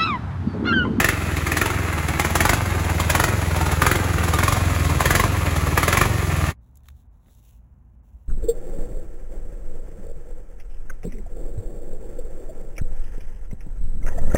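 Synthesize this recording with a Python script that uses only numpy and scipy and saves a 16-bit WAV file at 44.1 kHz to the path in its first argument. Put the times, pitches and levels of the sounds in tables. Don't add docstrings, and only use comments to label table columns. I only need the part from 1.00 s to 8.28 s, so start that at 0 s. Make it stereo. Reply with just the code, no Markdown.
import sys
import numpy as np
from scipy import signal
from scipy.fft import rfft, irfft, next_fast_len
from scipy.io import wavfile
from scipy.ndimage import uniform_filter1d, map_coordinates

SR = 44100
rng = np.random.default_rng(int(sys.argv[2]) if len(sys.argv) > 2 else 0)


def log_audio(samples):
    frames = np.atleast_2d(samples).T
    limited = np.clip(frames, -1, 1)
    pcm = np.round(limited * 32767).astype(np.int16)
    wavfile.write(sys.argv[1], SR, pcm)


N = 321038
CUT_S = 5.517

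# start in seconds, level in dB,
# low ring in Hz, high ring in Hz, high over low in dB, blast length in seconds, spit of gas in dB before its trim.
FIRINGS = [(0.001, -7.5, 710.0, 1877, 8.5, 0.002, -27), (0.044, -7, 670.0, 1850, 8, 0.003, -26.5),
           (0.087, -9.5, 1210.0, 1880, 8, 0.004, -27.5), (0.367, -20.5, 1350.0, 2130, 11, 0.006, -35.5),
           (0.467, -19, 1270.0, 2130, 6, 0.005, -32.0), (0.518, -14, 1350.0, 1770.0, 8.5, 0.003, -32.5),
           (0.569, -13.5, 1220.0, 1900, 1.5, 0.004, -26), (0.614, -10, 1310.0, 1810, 4.5, 0.003, -29.5),
           (0.658, -16.0, 880.0, 2650, -4.5, 0.004, -29.5), (0.702, -18, 1350.0, 1390, 0.0, 0.004, -36.0),
           (0.93, -24.0, 800.0, 2100.0, -3.5, 0.006, -45), (0.982, -22.0, 820.0, 2120, -5, 0.005, -40.5),
           (1.084, -21.5, 680.0, 1820, 9, 0.005, -33), (1.196, -11, 830.0, 2100, 2.5, 0.003, -26.5),
           (1.248, -14, 1010.0, 1770, 1.5, 0.003, -31), (1.304, -21, 690.0, 1490, 0, 0.006, -37.5),
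           (1.354, -10.5, 700.0, 1570, 1.5, 0.005, -25.0), (1.405, -7.5, 670.0, 1803, 3, 0.002, -25.5),
           (1.452, -8.5, 840.0, 1750, 1, 0.004, -25.5), (1.493, -8.5, 940.0, 2120, 6.5, 0.003, -24.0),
           (1.533, -11.5, 830.0, 1510, -2, 0.003, -27.5), (1.899, -22, 820.0, 1640.0, -13, 0.005, -38),
           (1.999, -16, 1100.0, 2140, -4, 0.003, -28.5), (2.099, -10, 640.0, 1660, 6.5, 0.004, -23.5),
           (2.15, -8.5, 800.0, 1780, 0.5, 0.005, -26.0), (2.198, -9.5, 1350.0, 1780.0, 1.5, 0.004, -26),
           (2.238, -9.0, 1000.0, 1880, 2, 0.002, -25.5), (2.286, -20.5, 1350.0, 1330, 4, 0.004, -37),
           (2.563, -20.5, 750.0, 1910, -8, 0.003, -34.0), (2.611, -18, 900.0, 1960.0, -7.5, 0.002, -34.5),
           (2.663, -18.5, 930.0, 1450.0, -6.5, 0.005, -34.5), (2.716, -19, 650.0, 1540, -2.0, 0.007, -31.5),
           (2.818, -6.5, 1020.0, 1526, 5, 0.003, -27.0), (2.865, -6.5, 1100.0, 2340, -1, 0.003, -26),
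           (2.914, -8.5, 1030.0, 1440.0, 7.5, 0.003, -30), (2.956, -15.5, 840.0, 2140, -0.5, 0.004, -31.5),
           (3.237, -20.5, 1060.0, 1670.0, -6, 0.004, -33), (3.285, -20, 630.0, 1810.0, -14.5, 0.004, -35.0),
           (3.336, -15.0, 1180.0, 1770, -5.5, 0.003, -29.5),
           (3.387, -13.5, 1070.0, 1680.0, -2.5, 0.002, -29.5), (3.433, -11, 990.0, 1650, -0.5, 0.004, -27),
           (3.48, -11, 1080.0, 1461, -6.0, 0.002, -28), (3.523, -14.5, 1200.0, 2130.0, -6, 0.003, -28.0),
           (3.567, -17.5, 770.0, 1810, -3.5, 0.006, -35.5), (3.85, -25, 580.0, 1568, -3, 0.007, -39),
           (3.899, -22.5, 920.0, 2140.0, -8, 0.007, -37), (4.005, -10.5, 1090.0, 1530, -5, 0.002, -28),
           (4.056, -9, 1060.0, 1790, 4, 0.003, -26.5), (4.106, -7.5, 1190.0, 1650.0, 4.5, 0.003, -25.5),
           (4.151, -9, 1060.0, 1630, 3, 0.004, -22), (4.197, -9, 1080.0, 1960.0, -1, 0.003, -27.0),
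           (4.238, -14.5, 1050.0, 2316, -6, 0.003, -35), (4.464, -24.5, 1130.0, 1800.0, -10, 0.005, -45),
           (4.562, -20, 1180.0, 1760, -6.5, 0.003, -33), (4.668, -18, 1160.0, 1735, -12.5, 0.005, -39.5),
           (4.776, -6, 1350.0, 1690, 1, 0.002, -29), (4.83, -11, 1170.0, 2040, 4, 0.003, -27),
           (4.88, -9, 1190.0, 1660, 6, 0.003, -26.5), (4.927, -9.5, 1310.0, 2020.0, 4, 0.003, -26.5),
           (4.971, -7.5, 1080.0, 2310, 4, 0.003, -25.5), (5.012, -6, 1190.0, 1730, 0, 0.002, -28),
           (5.054, -14.5, 1060.0, 1670.0, -7, 0.004, -36)]
# time in seconds, cycle rate in Hz before cycles are aligned to the firings.
ENGINE_SPEED = [(0, 23), (.1, 23.8), (.3, 20.6), (.52, 19.2), (.7, 23.2), (.9, 21), (1.15, 17.8),
                (1.33, 19), (1.53, 24.8), (1.7, 22.2), (1.97, 19.2), (2.08, 19.2), (2.28, 23.3),
                (2.5, 20.6), (2.76, 19), (2.96, 23.4), (3.15, 20.8), (3.3, 19.6), (3.56, 23), (3.8, 20.2),
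                (4.0, 18.7), (4.24, 23.8), (4.45, 21), (4.6, 19.2), (4.78, 18), (5.06, 24), (5.3, 21.3),
                (5.5, 19)]
# time in seconds, gain in dB before a voice takes its share.
NEARNESS = [(0, -6), (1.05, -5), (1.4, -3), (2.2, -1), (3.1, -0.4), (3.8, 2.5), (4.4, -0.5), (5.5, 0.4)]
# dB when coasting close by, dB more at full load, share of the nearness it follows.
THUMP_LEVEL = (-21.5, 3.9, 0.7)
CLATTER_LEVEL = (-29, 5.7, 0.24)
HISS_LEVEL = (-34, 6.7, 0.49)
MUFFLER_LEVEL = (-38, 14, -0.18)
# frequency in Hz, relative level in dB per Hz.
BLAST_SPECTRUM = [(120, -27.5), (300, -9), (450, -7.5), (700, -4.5), (1150, -3), (1800, -3.5), (2500, -10),
                  (2950, -17), (4000, -29), (7000, -22), (15500, -19.5)]
THUMP_SPECTRUM = [(20, -42.5), (32, -14.5), (44, 4.5), (62, 3), (82, 2.5), (105, 0.5), (130, 2),
                  (165, -4.5), (215, -20.5), (320, -28.5), (480, -52), (1000, -53)]
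BLOCK_SPECTRUM = [(100, -12), (220, 7.5), (340, 0), (480, -0.5), (750, -1), (1200, -1), (1500, -1.5),
                  (2000, -1.5), (2650, -5), (3050, -16.5), (4500, -21.5), (9000, -50.5)]
HISS_SPECTRUM = [(1500, -21.5), (3200, 2.5), (4200, 0), (5400, -3.5), (7000, 2.5), (11000, -0.5),
                 (13400, -5), (15500, -5.5)]
# frequency in Hz,
# width in Hz, boost or cut in dB at its strongest, strongest at seconds, reach in seconds either side.
PANELS = [(346, 39, 11, 0.68, 1.4), (470, 390, -5.5, 1.2, 0.75), (537, 90, 5, 3.8, 2.5),
          (690, 90, 5, 2.2, 0.97), (834, 140, 5.5, 1.5, 1.3), (1080, 90, 3.5, 4.1, 0.58),
          (1200, 52, 7.5, 4.6, 2.8), (1340, 150, 4, 0.89, 1.6), (1432, 120, 3, 2.8, .45),
          (1510, 88, -14.5, 5, 0.81), (1766, 150, 1, 5, 0.53), (1830, 140, 1.5, 0.6, 0.44),
          (2050, 130, 5, 0.68, 1.2), (2610, 220, 4.5, 0.19, .8)]
# time in seconds, lag in seconds.
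BOUNCE = [(0, 0.0015), (.7, 0.0017), (1.95, .0018), (2.65, 0.0022), (3.1, 0.002456), (3.7, 0.0029),
          (5.5, 0.0027)]
# frequency in Hz, time to fall by 60 dB in seconds.
YARD_DECAY = [(100, 0.26), (1000, 0.098), (4000, 0.26), (14000, 0.017)]
# start in seconds, length in seconds, crackle level in dB.
PULLS = [(5.596, 0.12, -75), (5.741, 0.028, -67), (5.827, 0.076, -65), (5.943, 0.063, -67),
         (6.094, 0.11, -78), (6.198, .07, -74), (6.261, 0.13, -63), (6.417, 0.095, -60),
         (6.521, 0.067, -72), (6.623, 0.36, -82), (7.02, 0.35, -75)]
# start in seconds, nominal peak in dB, body level in dB.
SNAPS = [(5.7563, -47, -30), (5.762, -66, 0), (5.7717, -40.5, -37), (5.805, -65, -5), (5.8343, -56, -13),
         (5.843, -61, 0), (5.8574, -54, 5.5), (5.866, -56, -6), (5.883, -50, -18), (5.886, -35, -6),
         (5.902, -52, -3), (6.2604, -58, -2), (6.283, -60, -2)]
# frequency in Hz, width in Hz, level in dB.
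SHEET_MODES = [(750, 250, -4), (1750, 500, -3), (2530, 450, 4), (3660, 440, 4), (6500, 340, -1),
               (7350, 260, -2)]
# frequency in Hz, relative level in dB per Hz.
FILM_SPECTRUM = [(600, -12), (1500, -15), (3000, -8), (4700, -2), (6000, -0.5), (11000, -1.5), (15500, 2.5)]
FINGER_SPECTRUM = [(120, -24), (240, 3), (400, -7), (900, -17), (1800, -19), (3500, -37)]
# start in seconds, nominal peak in dB, frequency in Hz.
BUMPS = [(7.146, -33, 57.6)]
# time in seconds, frequency in Hz, rms level in dB.
HUM = [(5.55, 63, -52), (5.6, 63, -44), (5.64, 63, -62), (5.7, 67, -49), (5.86, 71, -51), (5.92, 69.7, -43),
       (5.96, 69, -44), (6.01, 62, -56), (6.1, 50, -54), (6.27, 51, -61), (6.38, 55.7, -51),
       (6.47, 54, -52), (6.6, 53.7, -51), (6.76, 55.9, -62), (6.85, 56, -51), (7.05, 54, -52),
       (7.27, 54.8, -54)]
# frequency in Hz, relative level in dB per Hz.
RUMBLE_SPECTRUM = [(13, -59), (22, -18), (37, -12), (64, -6), (124, -20), (141, -21.5), (242, -25),
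                   (312, -38), (450, -57), (580, -61), (990, -120)]
HUSH_SPECTRUM = [(180, -28), (300, -7), (935, -7.5), (1270, -15.5), (1430, -16), (3000, -31), (3900, -66),
                 (6600, -120)]
# frequency in Hz, left-right correlation.
LIKENESS = [(60, 0.96), (130, 1), (290, 0.91), (640, 0.65), (1400, 0.83), (2400, 0.62), (4600, 0.34),
            (7000, 0.32), (8400, 0.98), (15000, 0.82)]
# frequency in Hz, radians left leads.
ENGINE_PORTS = [(0, 0), (1720, 0), (3700, .9), (5300, 1), (6200, 0), (8650, -3.14), (15800, -12.6)]
FILM_PORTS = [(0, 0), (2900, 0), (4800, 3.14), (13100, 15.7), (16000, 19)]
# frequency in Hz, left minus right in dB.
PORT_TILT = [(30, -0.5), (100, -3.24), (250, -1.6), (600, -4), (1300, -1.2), (2800, -1.1), (5500, -4),
             (9000, 1), (15000, -0.5)]


def barks(rise=0.0015, blast_decay=.0035, spit_rise=.005, spit_decay=.011, ring_rise=0.0023, pivot_hz=1350,
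          knock_db=-2.5, overtone_db=-5, spit_trim_db=-1):
    out = np.zeros((2, N))
    t = np.arange(SR // 20) / SR

    def burst(up, hold, fall):
        return noise(len(t)) * np.minimum(t / up, 1) ** 2 * np.exp(-np.maximum(t - hold, 0) / fall)

    def mode(hz):
        return np.sin(2 * np.pi * (hz * t + rng.random())) * t * np.exp(-t / ring_rise)

    for s, db, low_hz, high_hz, bright_db, length, spit_db in FIRINGS:
        bright = amp(bright_db)
        stray = mode(rng.uniform(450, 1000)) + bright * mode(rng.uniform(1900, 2600))
        knock = unit(mode(low_hz) + bright * mode(high_hz) + amp(overtone_db) * stray)
        slope = lambda hz: amp(bright_db * np.clip(np.log2((hz + 1) / pivot_hz), -.5, .5))
        gas = unit(stereo(burst(rise, length, blast_decay), BLAST_SPECTRUM, slope))
        blast = np.tanh(gas / 4.5)
        add(out, s - .0008, amp(db - 14.0) * unit(unit(blast) + amp(knock_db) * knock))
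        spit = unit(stereo(burst(spit_rise, 0.0054, spit_decay), HISS_SPECTRUM))
        add(out, s - .003, amp(spit_trim_db + spit_db) * spit)
    return out


def thumps(cycles, pipe_hz=82, width_hz=14, pipe_db=-5, upper_hz=156, upper_width_hz=24, upper_db=-7):
    load = throttle()
    drift = cycles + 0.008 * wobble(3)
    steady = lambda phase, angle: strokes(phase, angle, scatter=.005, spread_db=.7)
    puff = steady(cycles, 0.077) * (0.84 + 0.37 * load)
    gulp = steady(drift, 0.318) * (1 - 1.8 * load)
    rebound = steady(cycles, 0.53) * 0.27

    def pipe(hz):
        low = amp(pipe_db) * peak(hz, pipe_hz, width_hz)
        return 1 + low + amp(upper_db) * peak(hz, upper_hz, upper_width_hz)

    boom = unit(filtered(puff + gulp + rebound, lambda hz: amp(along(THUMP_SPECTRUM, hz)) * pipe(hz)))
    gusts = 0.5 + unit(chuffs(cycles, angle=0.14, spread_db=-1.0, decay=0.017))
    eddies = unit(stereo(noise() * gusts, THUMP_SPECTRUM))
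    return loudness(*THUMP_LEVEL) * (boom + amp(-12) * eddies)


def muffler(cycles, cool_hz=310, hot_hz=358, width_hz=50, slap_db=-2, slap_spread_db=1.2):
    heat = np.clip(uniform_filter1d(throttle(), size=4000) + 0.16 + 0.23 * wobble(2.8), 0, 1)
    gusts = unit(noise() * (7.0 + unit(chuffs(cycles, angle=.85, spread_db=3, decay=0.0037))))
    slaps = unit(strokes(cycles, angle=.03, scatter=.003, spread_db=slap_spread_db))
    drive = gusts + amp(slap_db) * slaps
    colour = [(120, -7), (250, -8.0), (450, -6.0), (900, -11.5)]  # Hz, dB per Hz
    can = lambda centre: unit(stereo(drive, colour, lambda hz: peak(hz, centre, width_hz)))
    return loudness(*MUFFLER_LEVEL) * (np.sqrt(1 - heat) * can(cool_hz) + np.sqrt(heat) * can(hot_hz))


def clatter(cycles):
    firing = unit(chuffs(cycles, angle=.88, spread_db=-1.5, decay=0.0047))
    valves = unit(sum(chuffs(cycles, angle, spread_db=-1, decay=0.0018) for angle in (.2, .33, .6)))
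    rattle = grains(per_second=2200, spread_db=-1.0) * amp(1.7 * wobble(60))
    shaking = 0.79 * rattle + 0.45 * firing * noise() + 0.1 * valves * noise()
    shaking = shaking + .5 * grains(per_second=200, spread_db=-2.0)
    air = 0.82 * noise() + 0.45 * firing * noise() + 0.18 * valves * noise()
    block = loudness(*CLATTER_LEVEL) * unit(stereo(shaking, BLOCK_SPECTRUM))
    return block + loudness(*HISS_LEVEL) * unit(stereo(air, HISS_SPECTRUM))


def crank():
    cycles = np.cumsum(curves(ENGINE_SPEED)[0]) / SR
    times = np.array(FIRINGS)[:, 0]
    at_bark = np.interp(times, clock(), cycles)
    whole = np.cumsum(np.round(np.diff(at_bark, prepend=at_bark[0])))
    return cycles - np.interp(clock(), times, at_bark - whole)


def throttle():
    push = np.zeros(N)
    for s, db, *_ in FIRINGS:
        add(push, s, np.full(SR // 24, amp(db)))
    return np.clip(uniform_filter1d(push, size=400) / push.max(), 0, 1)


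def loudness(coasting_db, load_db, share, load_s=0.047):
    load = uniform_filter1d(throttle(), max(round(load_s * SR), 1))
    return amp(coasting_db + load_db * load + share * curves(NEARNESS)[0])


def strokes(cycles, angle, scatter, spread_db):
    count = np.arange(int(cycles[-1]))
    chance = rng.standard_normal((256, 2))[:len(count)]
    where = np.searchsorted(cycles, count + angle + scatter * chance[:, 0])
    return np.bincount(where, amp(spread_db * chance[:, 1]), N + 1)[:N]


def chuffs(cycles, angle, spread_db, decay):
    t = np.arange(SR // 20) / SR
    puff = t / decay * np.exp(-t / decay)
    return signal.fftconvolve(strokes(cycles, angle, 0.0041, spread_db), puff)[:N]


def panels(x):
    for hz, width_hz, db, s, reach in PANELS:
        facing = np.exp(-((clock() - s) / reach) ** 2)
        band = signal.lfilter(*signal.iirpeak(hz, hz / width_hz, SR), x)
        x = x + (amp(db * facing) - 1) * band
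    return x


def ground(x, bounce_db=-12):
    delay, = curves(BOUNCE)
    dull = filtered(x, lambda hz: amp(bounce_db) / np.hypot(1, hz / 3000))
    return np.array([np.interp(clock() - delay, clock(), side) for side in dull])


def yard(x, count=24):
    out = np.zeros((2, N))
    hop = N // count
    for start in range(0, N - hop, hop):
        hz, t, z = signal.stft(noise(SR // 4), SR, nperseg=256)
        decay = amp(-60 * t / along(YARD_DECAY, hz)[:, None])
        tail = signal.istft(z * decay, SR, nperseg=256)[1]
        tail = stereo(tail / np.linalg.norm(tail[0]), [(100, 0), (10000, 0)])
        add(out, start / SR + .005, signal.fftconvolve(x[:, start:start + hop], tail, axes=1))
    return out


def film():
    crackle = grains(per_second=4000, spread_db=3.5) * amp(1.2 * wobble(45)) * [[1], [.3]]
    freed = np.interp(clock(), [6.35, 6.5], [0, 1])
    sheet = lambda centre: unit(stereo(crackle, FILM_SPECTRUM, lambda hz: 1 + 2.0 * peak(hz, centre, 450)))
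    out = pulling() * ((1 - freed) * sheet(3740) + freed * sheet(2700))
    t = np.arange(SR // 30) / SR
    taut = lambda hz: .9 + sum(amp(db) * peak(hz, centre, width) ** 2 for centre, width, db in SHEET_MODES)
    for s, db, body_db in SNAPS:
        body = [(400, body_db - 6), (700, body_db + 5), (2000, body_db + 6), (2700, body_db + 1),
                (3600, body_db + 6)]
        colour = body + [(6000, -6), (15000, -0.5)]
        snap = unit(stereo(noise(len(t)) * np.exp(-t / 0.002), colour, taut))
        add(out, s, amp(db - 16.0) * snap)
    stroke = np.exp(-((clock() - 6.287) / .022) ** 2)
    return out + amp(-59.5) * stroke * unit(stereo(grains(per_second=1200, spread_db=2), FINGER_SPECTRUM))


def pulling(rise_s=0.034, fall_s=0.03):
    t = clock()
    level = np.zeros(N)
    for s, length, db in PULLS:
        hold = np.clip((t - s) / rise_s, 0, 1)
        level += amp(db) * hold * np.exp(-np.maximum(t - s - length, 0) / fall_s)
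    return level


def outdoors(rumble_db=-52, waver_db=1.0, hush_db=-71.5, drone_hz=119, drone_db=-11.5):
    rumble = amp(rumble_db + waver_db * wobble(5.3)) * unit(stereo(noise(), RUMBLE_SPECTRUM))
    out = rumble + amp(hush_db) * unit(stereo(noise(), HUSH_SPECTRUM))
    t = np.arange(SR // 10) / SR
    for s, db, hz in BUMPS:
        add(out, s, amp(db) * np.sin(2 * np.pi * hz * t) * (t / 0.0093) * np.exp(1 - t / 0.0082))
    hum_hz, hum_db = curves(HUM)
    tone = lambda hz: np.sqrt(2) * np.sin(2 * np.pi * np.cumsum(hz) / SR)
    drone = tone(drone_hz + 1.5 * wobble(7.3))
    return out + amp(hum_db) * (tone(hum_hz) + amp(drone_db) * drone)


def ports(x, leads):
    size = next_fast_len(N + SR // 4)
    hz = np.fft.rfftfreq(size, 1 / SR)
    half = np.exp(.5j * np.interp(hz, *np.transpose(leads))) * amp(along(PORT_TILT, hz) / 2)
    return irfft(rfft(x, size) * np.array([half, 1 / half]), size)[:, :N]


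def stereo(pair, spectrum, body=np.ones_like):
    turn = lambda hz: np.arccos(np.clip(along(LIKENESS, hz), -.99, .99)) / 2
    colour = lambda hz: amp(along(spectrum, hz)) * body(hz)
    mid = filtered(pair[0], lambda hz: colour(hz) * np.cos(turn(hz)))
    side = filtered(pair[1], lambda hz: colour(hz) * np.sin(turn(hz)))
    return np.array([mid + side, mid - side])


def filtered(x, gain):
    size = 2 * next_fast_len(x.shape[-1] // 2 + 4096)
    cepstrum = irfft(np.log(np.maximum(gain(np.fft.rfftfreq(size, 1 / SR)), 1e-6)))
    cepstrum[1:size // 2] *= 2
    cepstrum[size // 2 + 1:] = 0
    return irfft(rfft(x, size) * np.exp(rfft(cepstrum)), size)[..., :x.shape[-1]]


def peak(hz, centre, width):
    return 1 / np.hypot(1, 2 * (hz - centre) / width)


def noise(size=N):
    return rng.standard_normal((2, size))


def grains(per_second, spread_db):
    hits = rng.random((2, N)) < per_second / SR
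    return unit(noise() * hits * amp(spread_db * noise()))


def wobble(rate):
    return map_coordinates(rng.standard_normal(int(N * rate / SR) + 4), [clock() * rate])


def add(track, s, sound):
    part = track[..., max(round(s * SR), 0):][..., :sound.shape[-1]]
    part += sound[..., :part.shape[-1]]


def amp(db):
    return 10 ** (np.asarray(db) / 20)


def unit(x):
    return x / np.sqrt(np.mean(x ** 2) + 1e-20)


def along(points, hz):
    f, v = np.transpose(points)
    return np.interp(np.log(hz + 1), np.log(f + 1), v)


def clock():
    return np.arange(N) / SR


def curves(rows):
    s, *cols = np.transpose(rows)
    return [np.interp(clock(), s, c) for c in cols]


def scene():
    cycles = crank()
    metal = panels(barks() + clatter(cycles))
    engine = thumps(cycles) + muffler(cycles) + metal + ground(metal) + amp(-9.0) * yard(metal)
    before = np.exp(-np.maximum(clock() - CUT_S + 0.0085, 0) / 0.008)
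    driveway = before * ports(engine, ENGINE_PORTS)
    return driveway + (1 - before) * ports(film() + outdoors(), FILM_PORTS)


def record(dry, top_hz=15950):
    size = next_fast_len(N + SR // 4)
    hz = np.fft.rfftfreq(size, 1 / SR)
    heard = dry + amp(-94) * noise()
    rounded = heard / (1 + np.abs(heard / .82) ** 5) ** (1 / 5)
    return irfft(rfft(rounded, size) * np.clip((top_hz - hz) / 200, 0, 1), size)[:, :N]


dry = scene()
out = record(dry)
log_audio(out)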